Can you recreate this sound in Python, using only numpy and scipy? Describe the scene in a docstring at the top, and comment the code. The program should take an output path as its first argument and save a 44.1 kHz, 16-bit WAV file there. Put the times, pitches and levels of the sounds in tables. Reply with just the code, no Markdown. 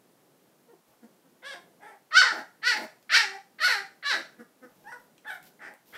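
"""Over a low room rumble a puppy whimpers, close to the microphone, in a whelping box in a small,
hard-walled room. After grunts and two yips come five loud yelps that arch up, break to a low
register and end in a rasp; softer whines and yips follow while paws shuffle on the bedding.
Each cry is vocal fold pulses and puffs of breath ringing the chest, throat and mouth.
Floor, box and walls send back quick echoes and a short ring."""
import sys
import numpy as np
from scipy import signal
from scipy.fft import rfft, irfft, next_fast_len
from scipy.io import wavfile
from scipy.ndimage import uniform_filter1d

SR = 44100
rng = np.random.default_rng(int(sys.argv[2]) if len(sys.argv) > 2 else 0)


def log_audio(samples):
    """Write samples as a 16-bit WAV file to the path given in sys.argv[1]."""
    # one column per channel
    frames = np.atleast_2d(samples).T
    # limit to full scale, then quantise
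    limited = np.clip(frames, -1, 1)
    pcm = np.round(limited * 32767).astype(np.int16)
    wavfile.write(sys.argv[1], SR, pcm)


N = 263409
EDGE_HZ = 15750  # top of the overtones and of the microphone's band
CATCH_S = .016  # a cry starts hoarse, until the folds catch
# the chest's ring under a low or raspy voice: (frequency [Hz], gain [dB])
CHEST_RING = [(70, -48.5), (120, -28), (175, -11.5), (235, 2), (320, 0), (410, -12.5), (620, -34.5)]


def gain_of(db):
    """Decibels to amplitude."""
    return 10 ** (np.asarray(db) / 20)


def evened(x):
    """Scales to an rms of one."""
    return x / np.sqrt(np.mean(x ** 2) + 1e-20)


def steadied(x, size=500):
    """Scales to a running rms of one."""
    power = uniform_filter1d(uniform_filter1d(x ** 2, size), size)
    return x / np.sqrt(abs(power) + 1e-20)


def blend(a, b, share):
    """Goes from a to b as share goes from 0 to 1."""
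    return a + (b - a) * share


def read(points, hz):
    """Reads a table on a logarithmic frequency axis."""
    f, value = np.transpose(points)
    return np.interp(np.log(hz + 1), np.log(f + 1), value)


def colour(x, points):
    """Filters by a table of (frequency [Hz], gain [dB])."""
    n = next_fast_len(len(x) + 2048)
    gain = gain_of(read(points, np.fft.rfftfreq(n, 1 / SR)))
    return irfft(rfft(x, n) * gain, n)[:len(x)]


def wander(n, rate_hz):
    """Smooth random drift of rms about one, rolled off above rate_hz."""
    size = next_fast_len(max(n, SR))
    hz = np.fft.rfftfreq(size, 1 / SR)
    spectrum = rfft(rng.standard_normal(size)) / (1 + (hz / rate_hz) ** 4)
    return evened(irfft(spectrum, size))[:n]


def resonate(x, hz, *widths_hz):
    """One resonance of gain one per width, in series, centred on a steady or gliding hz."""
    turn = np.exp(2j * np.pi * np.cumsum(np.broadcast_to(hz, len(x))) / SR)
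    for width in widths_hz:
        pole = np.exp(-np.pi * width / SR)
        x = 2 * (turn * signal.lfilter([1 - pole], [1, -pole], x / turn + 1e-18)).real
    return x


def add(mix, s, sound):
    """Mixes a sound in at time s."""
    part = mix[round(s * SR):][:len(sound)]
    part += sound[:len(part)]


def room_tone(level_db=-64):
    """A low room rumble that wavers slightly, under thin steady hiss."""
    # the room's steady noise: (frequency [Hz], relative density [dB])
    spectrum = [(30, -37), (65, -28), (100, -18.5), (130, -8), (170, -2.5), (300, -3.5), (470, -5),
                (800, -10.5), (1300, -15), (2500, -20.5), (5000, -22.5), (9000, -24), (12000, -22),
                (15600, -25.5)]
    hiss = evened(colour(rng.standard_normal(N), spectrum))
    rumble = colour(hiss, [(600, 3.5), (1500, -17.5)])
    return gain_of(level_db) * (hiss + 0.14 * wander(N, rate_hz=3.2) * rumble)


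def folds(hz, rough, jitter, rough_jitter, shimmer, alternation, spread_s):
    """Vocal fold pulses that grow uneven and give way to puffs of air as the voice roughens."""
    n = len(hz)
    unsteady_hz = hz * (1 + (jitter + rough_jitter * rough) * wander(n, rate_hz=125))
    turns = np.cumsum(unsteady_hz) / SR
    k = np.arange(1, int(EDGE_HZ / hz.min()) + 1)[:, None]
    # soft folds close gradually, so the overtones of each pulse arrive spread in time
    lag_s = spread_s * k * hz / EDGE_HZ
    overtones = np.cos(2 * np.pi * k * (turns - lag_s * hz)) * (k * hz < EDGE_HZ)
    pulses = evened(overtones.sum(0))
    # strong and weak pulses alternate in a strained voice
    pulses *= 1 + rough * (shimmer * wander(n, rate_hz=81) + alternation * np.cos(np.pi * turns))
    puffs = evened((0.55 + np.exp(-(turns % 1) / 0.2)) * rng.standard_normal(n))
    return blend(pulses, puffs, rough), puffs


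def cry(t, hz, rough, throat_hz, mouth_db, throat_db, upper_db, low, jaw,
        mouth_shift, piercing_hz, piercing_db, top_db, air):
    """The folds drive the throat, chest, mouth and upper resonances; low is the low register's share."""
    # the mouth's resonance, and the upper ones with jaw wide or nearly shut: (frequency [Hz], gain [dB])
    mouth_ring = [(710, -46), (1030, -16.5), (1210, -7), (1470, 2), (1760, 2.5), (2010, -2.5), (2310, -9.5),
                  (2620, -27.5), (3150, -64.5)]
    upper_wide = [(2010, -46), (2560, -5.5), (2960, -3), (3340, -5), (3810, -3.5), (4460, 0.5),
                  (5010, -3.5), (5710, -5.5), (6310, -16), (8010, -19.5), (9610, -29), (12100, -29),
                  (14100, -45.5), (15400, -58.5)]
    upper_shut = [(2010, -11), (2660, -5), (3360, -10.5), (4110, -13), (4710, -10), (5610, -8),
                  (6710, -18.5), (8510, -9.5), (11100, -22), (15400, -42.5)]
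    low_mouth_shift, gap_hz, brighten_s = 1.045, 2020, 0.044
    rough = np.clip(rough, 0, 1)
    drive, puffs = folds(hz, rough, jitter=.009, rough_jitter=.06, shimmer=0.74,
                         alternation=0.16, spread_s=0.0019)
    throat = resonate(drive, throat_hz, 870, 300)
    throat = colour(throat, [(70, -40), (140, -9), (240, 7.0), (1000, 5.0), (1400, -7)])
    # the lower and rougher the voice, the more chest
    throat += (0.72 + 0.65 * rough) * (340 / hz) ** 3 * colour(drive, CHEST_RING)
    mouth_high = colour(drive, np.array(mouth_ring) * [mouth_shift, 1])
    mouth_low = colour(drive, np.array(mouth_ring) * [mouth_shift * low_mouth_shift, 1])
    mouth = blend(mouth_high, mouth_low, low)
    # the cry starts through a narrow gap behind the tongue, which rings higher
    mouth += 4 * np.exp(-t / 0.0051) * resonate(drive, gap_hz, 380, 380)
    airy = drive + air * puffs
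    upper = blend(colour(airy, upper_shut), colour(airy, upper_wide), jaw)
    upper = colour(upper, [(7000, 0), (12500, top_db)])  # more top with the muzzle towards the microphone
    upper += gain_of(piercing_db) * resonate(upper, piercing_hz, 750, 750)
    # the highest overtones build up only as the folds begin to slam shut
    dull = colour(upper, [(2800, -1), (4500, -11.5), (6500, -31.5)])
    upper = blend(upper, dull, np.exp(-(t / brighten_s) ** 2))
    voice = gain_of(mouth_db) * (steadied(mouth) + gain_of(upper_db) * steadied(upper))
    voice += gain_of(throat_db) * steadied(throat)
    return voice * np.clip(np.minimum(t / 0.0041, (t[-1] - t) / 0.0066), 0, 1)


def phases(t, break_s, flip_s):
    """Three shares from 0 to 1: the rise to the register break, the flip itself and the fall after it."""
    rise = np.clip(t / break_s, 0, 1)
    low = .5 + .5 * np.tanh((t - break_s) / flip_s)
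    fall = np.interp(t, [break_s, t[-1]], [0, 1])
    return rise, low, fall


def yip(crest_s, break_s, length, start_hz, crest_hz, low_hz, crest_db, low_db,
        throat_hz, throat_db, upper_db, rough, jaw, *timbre):
    """A soft cry whose pitch arches, then drops as the folds flip to their low register."""
    attack_s, release_s, arch_s, sag = 0.035, 0.073, 0.031, 0.024
    t = np.arange(0, length, 1 / SR)
    _, low, fall = phases(t, break_s, flip_s=0.0027)
    arch = np.exp(-((t - crest_s) / arch_s) ** 2)
    hz = blend(blend(start_hz, crest_hz, arch), low_hz * (1 - sag * fall), low)
    edge_db = -14.5 * (1 - np.clip(np.minimum(t / attack_s, (length - t) / release_s), 0, 1))
    mouth_db = blend(crest_db, low_db, low) + edge_db - 5.5 * fall
    throat_db = throat_db + 0.62 * edge_db + 4 * low
    upper_db = upper_db + 0.55 * edge_db - 3 * fall
    rough = rough * (1 + 2.2 * np.exp(-(t / CATCH_S) ** 2)) + 0.095 * low
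    return cry(t, hz, rough, throat_hz, mouth_db, throat_db, upper_db, low, jaw, *timbre, air=0.194)


def paws():
    """Paws and bodies push on the bedding with a dull thud and a grainy crinkle; claws tick on the box."""
    # rubs over the bedding: (start [s], length [s], thud level [dB], crinkle level [dB])
    shuffles = [(.86, 0.1, -68, -73), (4.618, 0.52, -68, -72), (5.258, 0.13, -75, -60),
                (5.417, 0.086, -69, -60), (5.843, 0.14, -69, -62.5)]
    # the bedding's thud and crinkle: (frequency [Hz], gain [dB])
    thud_spectrum = [(80, -13), (170, 2), (450, -2), (900, -4), (2000, -31), (5000, -34)]
    crinkle_spectrum = [(1000, -18), (2500, -1), (5000, -1.5), (8000, -7), (10000, -9), (12000, 4),
                        (14000, -4), (15500, -3)]
    # claws striking the box: (time [s], peak [dB], centre [Hz])
    claw_ticks = [(3.027, -50, 3004), (5.18, -47, 2580), (5.428, -47, 11030), (5.738, -47.5, 11990)]
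    out = np.zeros(N)
    for s, length, thud_db, crinkle_db in shuffles:
        n = int(length * SR)
        thud = evened(colour(rng.standard_normal(n), thud_spectrum))
        grains = rng.standard_normal(n) * gain_of(2.9 * wander(n, rate_hz=140))
        crinkle = evened(colour(grains, crinkle_spectrum))
        shuffle = gain_of(thud_db) * thud + gain_of(crinkle_db) * crinkle
        add(out, s, shuffle * signal.windows.tukey(n, .5))
    t = np.arange(SR // 30) / SR
    for s, db, hz in claw_ticks:
        strike = rng.standard_normal(len(t)) * np.exp(-t / 0.0024)
        tick = resonate(strike, hz, 0.55 * hz)
        add(out, s, gain_of(db) * tick / abs(tick).max())
    return out


def grunt(length, mid_hz, throat_hz, throat_db, mouth_db, rough, sag=0.119):
    """One short low push behind a closed mouth, mostly throat and chest, whose pitch sags."""
    t = np.arange(0, length, 1 / SR)
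    hz = mid_hz * (1 + sag * (.5 - t / length))
    edge_db = -22 * (1 - np.sin(np.pi * (t / length) ** 0.83))
    return cry(t, hz, rough, throat_hz, mouth_db + edge_db, throat_db + edge_db, upper_db=-23,
               low=0, jaw=0, mouth_shift=0.89, piercing_hz=5500, piercing_db=12, top_db=-2, air=.3)


def yelp(curve, break_s, clear_rough, end_rough, growl_db, upper_db, shut_hz, *timbre):
    """A squeal arches up, breaks to a rough low register, then sags into a growl as the jaw shuts."""
    slack_hz, jaw = 412, 0.96  # below slack_hz the folds go slack
    s, pitch, effort = np.transpose(curve)
    t = np.arange(0, s[-1] - s[0], 1 / SR)
    hz, effort_db = np.interp(s[0] + t, s, pitch), np.interp(s[0] + t, s, effort)
    rise, low, fall = phases(t, break_s - s[0], flip_s=.003)
    swell = 1 - (1 - rise) ** 2
    slack = low * (.5 + .5 * np.tanh((slack_hz - hz) / 15))
    # the throat swells, then holds; the upper resonances flare at the break, then dull
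    throat_db = blend(blend(-65.5, -47, swell), blend(-41.5, -44.5, fall), low)
    flare_db = blend(-6.5 * (1 - rise) ** 3, blend(3.5, -7, fall ** 0.45), low)
    rough = blend(clear_rough, blend(.3, end_rough, slack), low)
    rough = blend(rough, .9, np.exp(-(t / CATCH_S) ** 2))
    throat_hz = blend(blend(700, 840, rise), shut_hz, fall)  # up as the jaw opens, down as it shuts
    voice = cry(t, hz, rough, throat_hz, effort_db, throat_db, upper_db + flare_db, low, jaw,
                *timbre, air=.3)
    return voice + gain_of(growl_db) * slack * signal.windows.tukey(len(t), .12) * growl(hz)


def growl(hz, thin_below_hz=230):
    """Slack folds rattle at half the pitch and shake the chest."""
    rattle, _ = folds(hz / 2, rough=.75, jitter=0.027, rough_jitter=.1, shimmer=0.86,
                      alternation=0.22, spread_s=0.0024)
    chest = colour(rattle, CHEST_RING)
    return evened(colour(chest, [(.7 * thin_below_hz, -10), (thin_below_hz, 0), (700, 6)]))


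def puppies():
    """The litter in the box: five loud open-jawed yelps among softer yips and grunts."""
    # soft yips and whines: (start [s], time to crest [s], time to break [s], length [s],
    #   start pitch [Hz], crest pitch [Hz], low pitch [Hz], base crest level [dB], base low level [dB],
    #   throat [Hz], base throat level [dB], base upper gain [dB], base roughness [0-1], jaw [0-1],
    #   then the timbre: mouth shift [ratio], piercing resonance [Hz], its gain [dB], top gain [dB])
    yips = [ (0.683, 0.026, .048, 0.067, 478, 467, 356, -60.5, -70, 427, -51.5, -19, 0.05, .1, 0.92, 5500, 3, 0),
            (1.42, 0.063, 0.12, .19, 528.6, 572.4, 354.2, -44, -48, 730, -52.5, -4, 0.17, 0.54, 0.98, 3450, 7, 2),
            (1.798, 0.087, 0.12, 0.17, 406, 447.8, 391, -54, -51, 730, -53.5, -13, 0.38, 0.04, 1.02, 3380, 6, 11),
            (4.84, .062, 0.08, 0.14, 785, 960, 488.4, -49, -37.5, 833, -52.5, -15, 0.09, .1, 0.88, 5670, 3, 7),
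            (5.245, 0.036, .056, 0.14, 785, 849, 745, -39, -35.5, 757, -50.5, -13.5, 0.22, 0.02, 0.94, 3540, 16.5, 9),
            (5.59, 0.06, .095, 0.16, 392.5, 394, 373, -46, -48, 740, -56.5, -16, 0.64, 0.17, 1.023, 3220, -11, -6),
            (5.924, 0.043, .075, .09, 450, 468, 460, -42, -41, 642, -58.5, -4, 0.52, 0.2, 1.03, 3380, 4, -14)]
    # grunts: (start [s], length [s], mid pitch [Hz], throat [Hz], throat level [dB],
    #   mouth level [dB], roughness [0-1])
    grunts = [(1.02, 0.05, 232, 240, -47, -65.5, 0.29), (1.24, 0.054, 254.6, 338, -58.5, -74, 0.34),
              (4.38, 0.0614, 237.3, 269, -44, -53, 0.38), (4.614, 0.067, 248.8, 358, -46, -53, 0.23)]
    # the course of each yelp: (time [s], pitch [Hz], effort [dB])
    yelp_1 = [(2.107, 603.5, -48.5), (2.14, 625.2, -27.5), (2.175, 763, -11.5), (2.212, 733, -16.5),
              (2.224, 533.2, -22.5), (2.294, 443, -27.5), (2.345, 384, -45.5), (2.396, 336, -40.5),
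              (2.42, 299.8, -47.5)]
    yelp_2 = [(2.616, 429.3, -61.5), (2.632, 426.7, -36), (2.68, 513.5, -21.5), (2.718, 450.6, -28),
              (2.74, 439.7, -28.5), (2.757, 415.4, -43), (2.771, 384.4, -32), (2.793, 372.7, -53),
              (2.858, 285, -47.5)]
    yelp_3 = [(3.092, 562.8, -37.5), (3.117, 586.6, -28), (3.155, 795.7, -17), (3.167, 472.4, -19.5),
              (3.214, 444, -27.5), (3.262, 389.6, -39.5), (3.32, 383.3, -60), (3.362, 396.7, -47.5),
              (3.379, 415, -57)]
    yelp_4 = [(3.584, 671.5, -47), (3.619, 598.2, -29), (3.65, 749.5, -22), (3.671, 734.3, -24.5),
              (3.684, 538.7, -27.5), (3.71, 491.8, -24.5), (3.751, 408.8, -29.5), (3.789, 396.3, -37.5),
              (3.828, 383.6, -57)]
    yelp_5 = [(4.025, 604, -41), (4.042, 579.4, -40.5), (4.064, 564.8, -29), (4.092, 580.6, -29.5),
              (4.108, 534, -26), (4.137, 408.1, -28), (4.16, 344.5, -30.5), (4.188, 327.7, -54),
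              (4.212, 323, -55)]
    # the voice of each yelp: (register break [s], clear roughness [0-1], end roughness [0-1],
    #   growl level [dB], base upper gain [dB], shut throat [Hz], then the timbre as for the yips)
    yelp_voices = [(2.218, 0.03, .8, -54, -7.5, 700, 0.93, 4270, -14.5, -7),
                   (2.712, .09, 0.81, -48, -4.5, 692, 1.04, 4460, -4, 3),
                   (3.16, 0.24, .07, -67, -3.5, 767, 1.051, 5350, -14.5, 1.5),
                   (3.679, .11, 0.1, -80, -4.5, 740, 1, 4190, 0.5, 10.5),
                   (4.115, 0.13, 0.51, -51.5, -4, 360, 0.98, 3920, 3.5, 1.5)]
    out = np.zeros(N)
    for curve, row in zip((yelp_1, yelp_2, yelp_3, yelp_4, yelp_5), yelp_voices):
        add(out, curve[0][0], yelp(curve, *row))
    for voice, table in ((yip, yips), (grunt, grunts)):
        for s, *row in table:
            add(out, s, voice(*row))
    return out


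def room(x, wet_db, first_s):
    """Hard walls close by: a few echoes, then dense reflections, each band dying at its own speed."""
    # the room's ring: (frequency [Hz], time to fall 60 dB [s])
    ring_times = [(210, 0.079), (710, 0.34), (1750, 0.33), (4600, 0.31), (8100, 0.4), (14100, 0.22)]
    # first echoes from the floor, box and wall: (delay [s], level [dB])
    echoes = [(.0023, -19.5), (.0061, -16), (.0097, -9.5), (0.0144, -13.5)]
    count, spacing = 1500, 20  # one reflection of random sign in each 20 samples
    arrivals = int(first_s * SR) + spacing * np.arange(count) + rng.integers(0, spacing, count)
    taps = np.zeros(SR)
    taps[arrivals] = rng.choice([-1., 1.], count)
    hz, t, bands = signal.stft(taps, SR, nperseg=256)
    decay = gain_of(-60 * t / read(ring_times, hz)[:, None])
    _, tail = signal.istft(bands * decay, SR, nperseg=256)
    response = gain_of(wet_db) * tail / np.linalg.norm(tail)
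    for s, db in echoes:
        response[round(abs(s) * SR)] += gain_of(db)
    return x + signal.fftconvolve(x, response)[:N]


def scene():
    """Cries and paws as they reach one microphone near the box, over the room tone."""
    return (room(puppies() + paws(), wet_db=-4.5, first_s=.0035) + room_tone())[None]


def record(dry):
    """The microphone and recorder pass nothing much above EDGE_HZ."""
    lowpass = signal.firwin(511, EDGE_HZ, window=("kaiser", 9), fs=SR)
    return signal.oaconvolve(dry, lowpass[None], "same")


dry = scene()
out = record(dry)
log_audio(out)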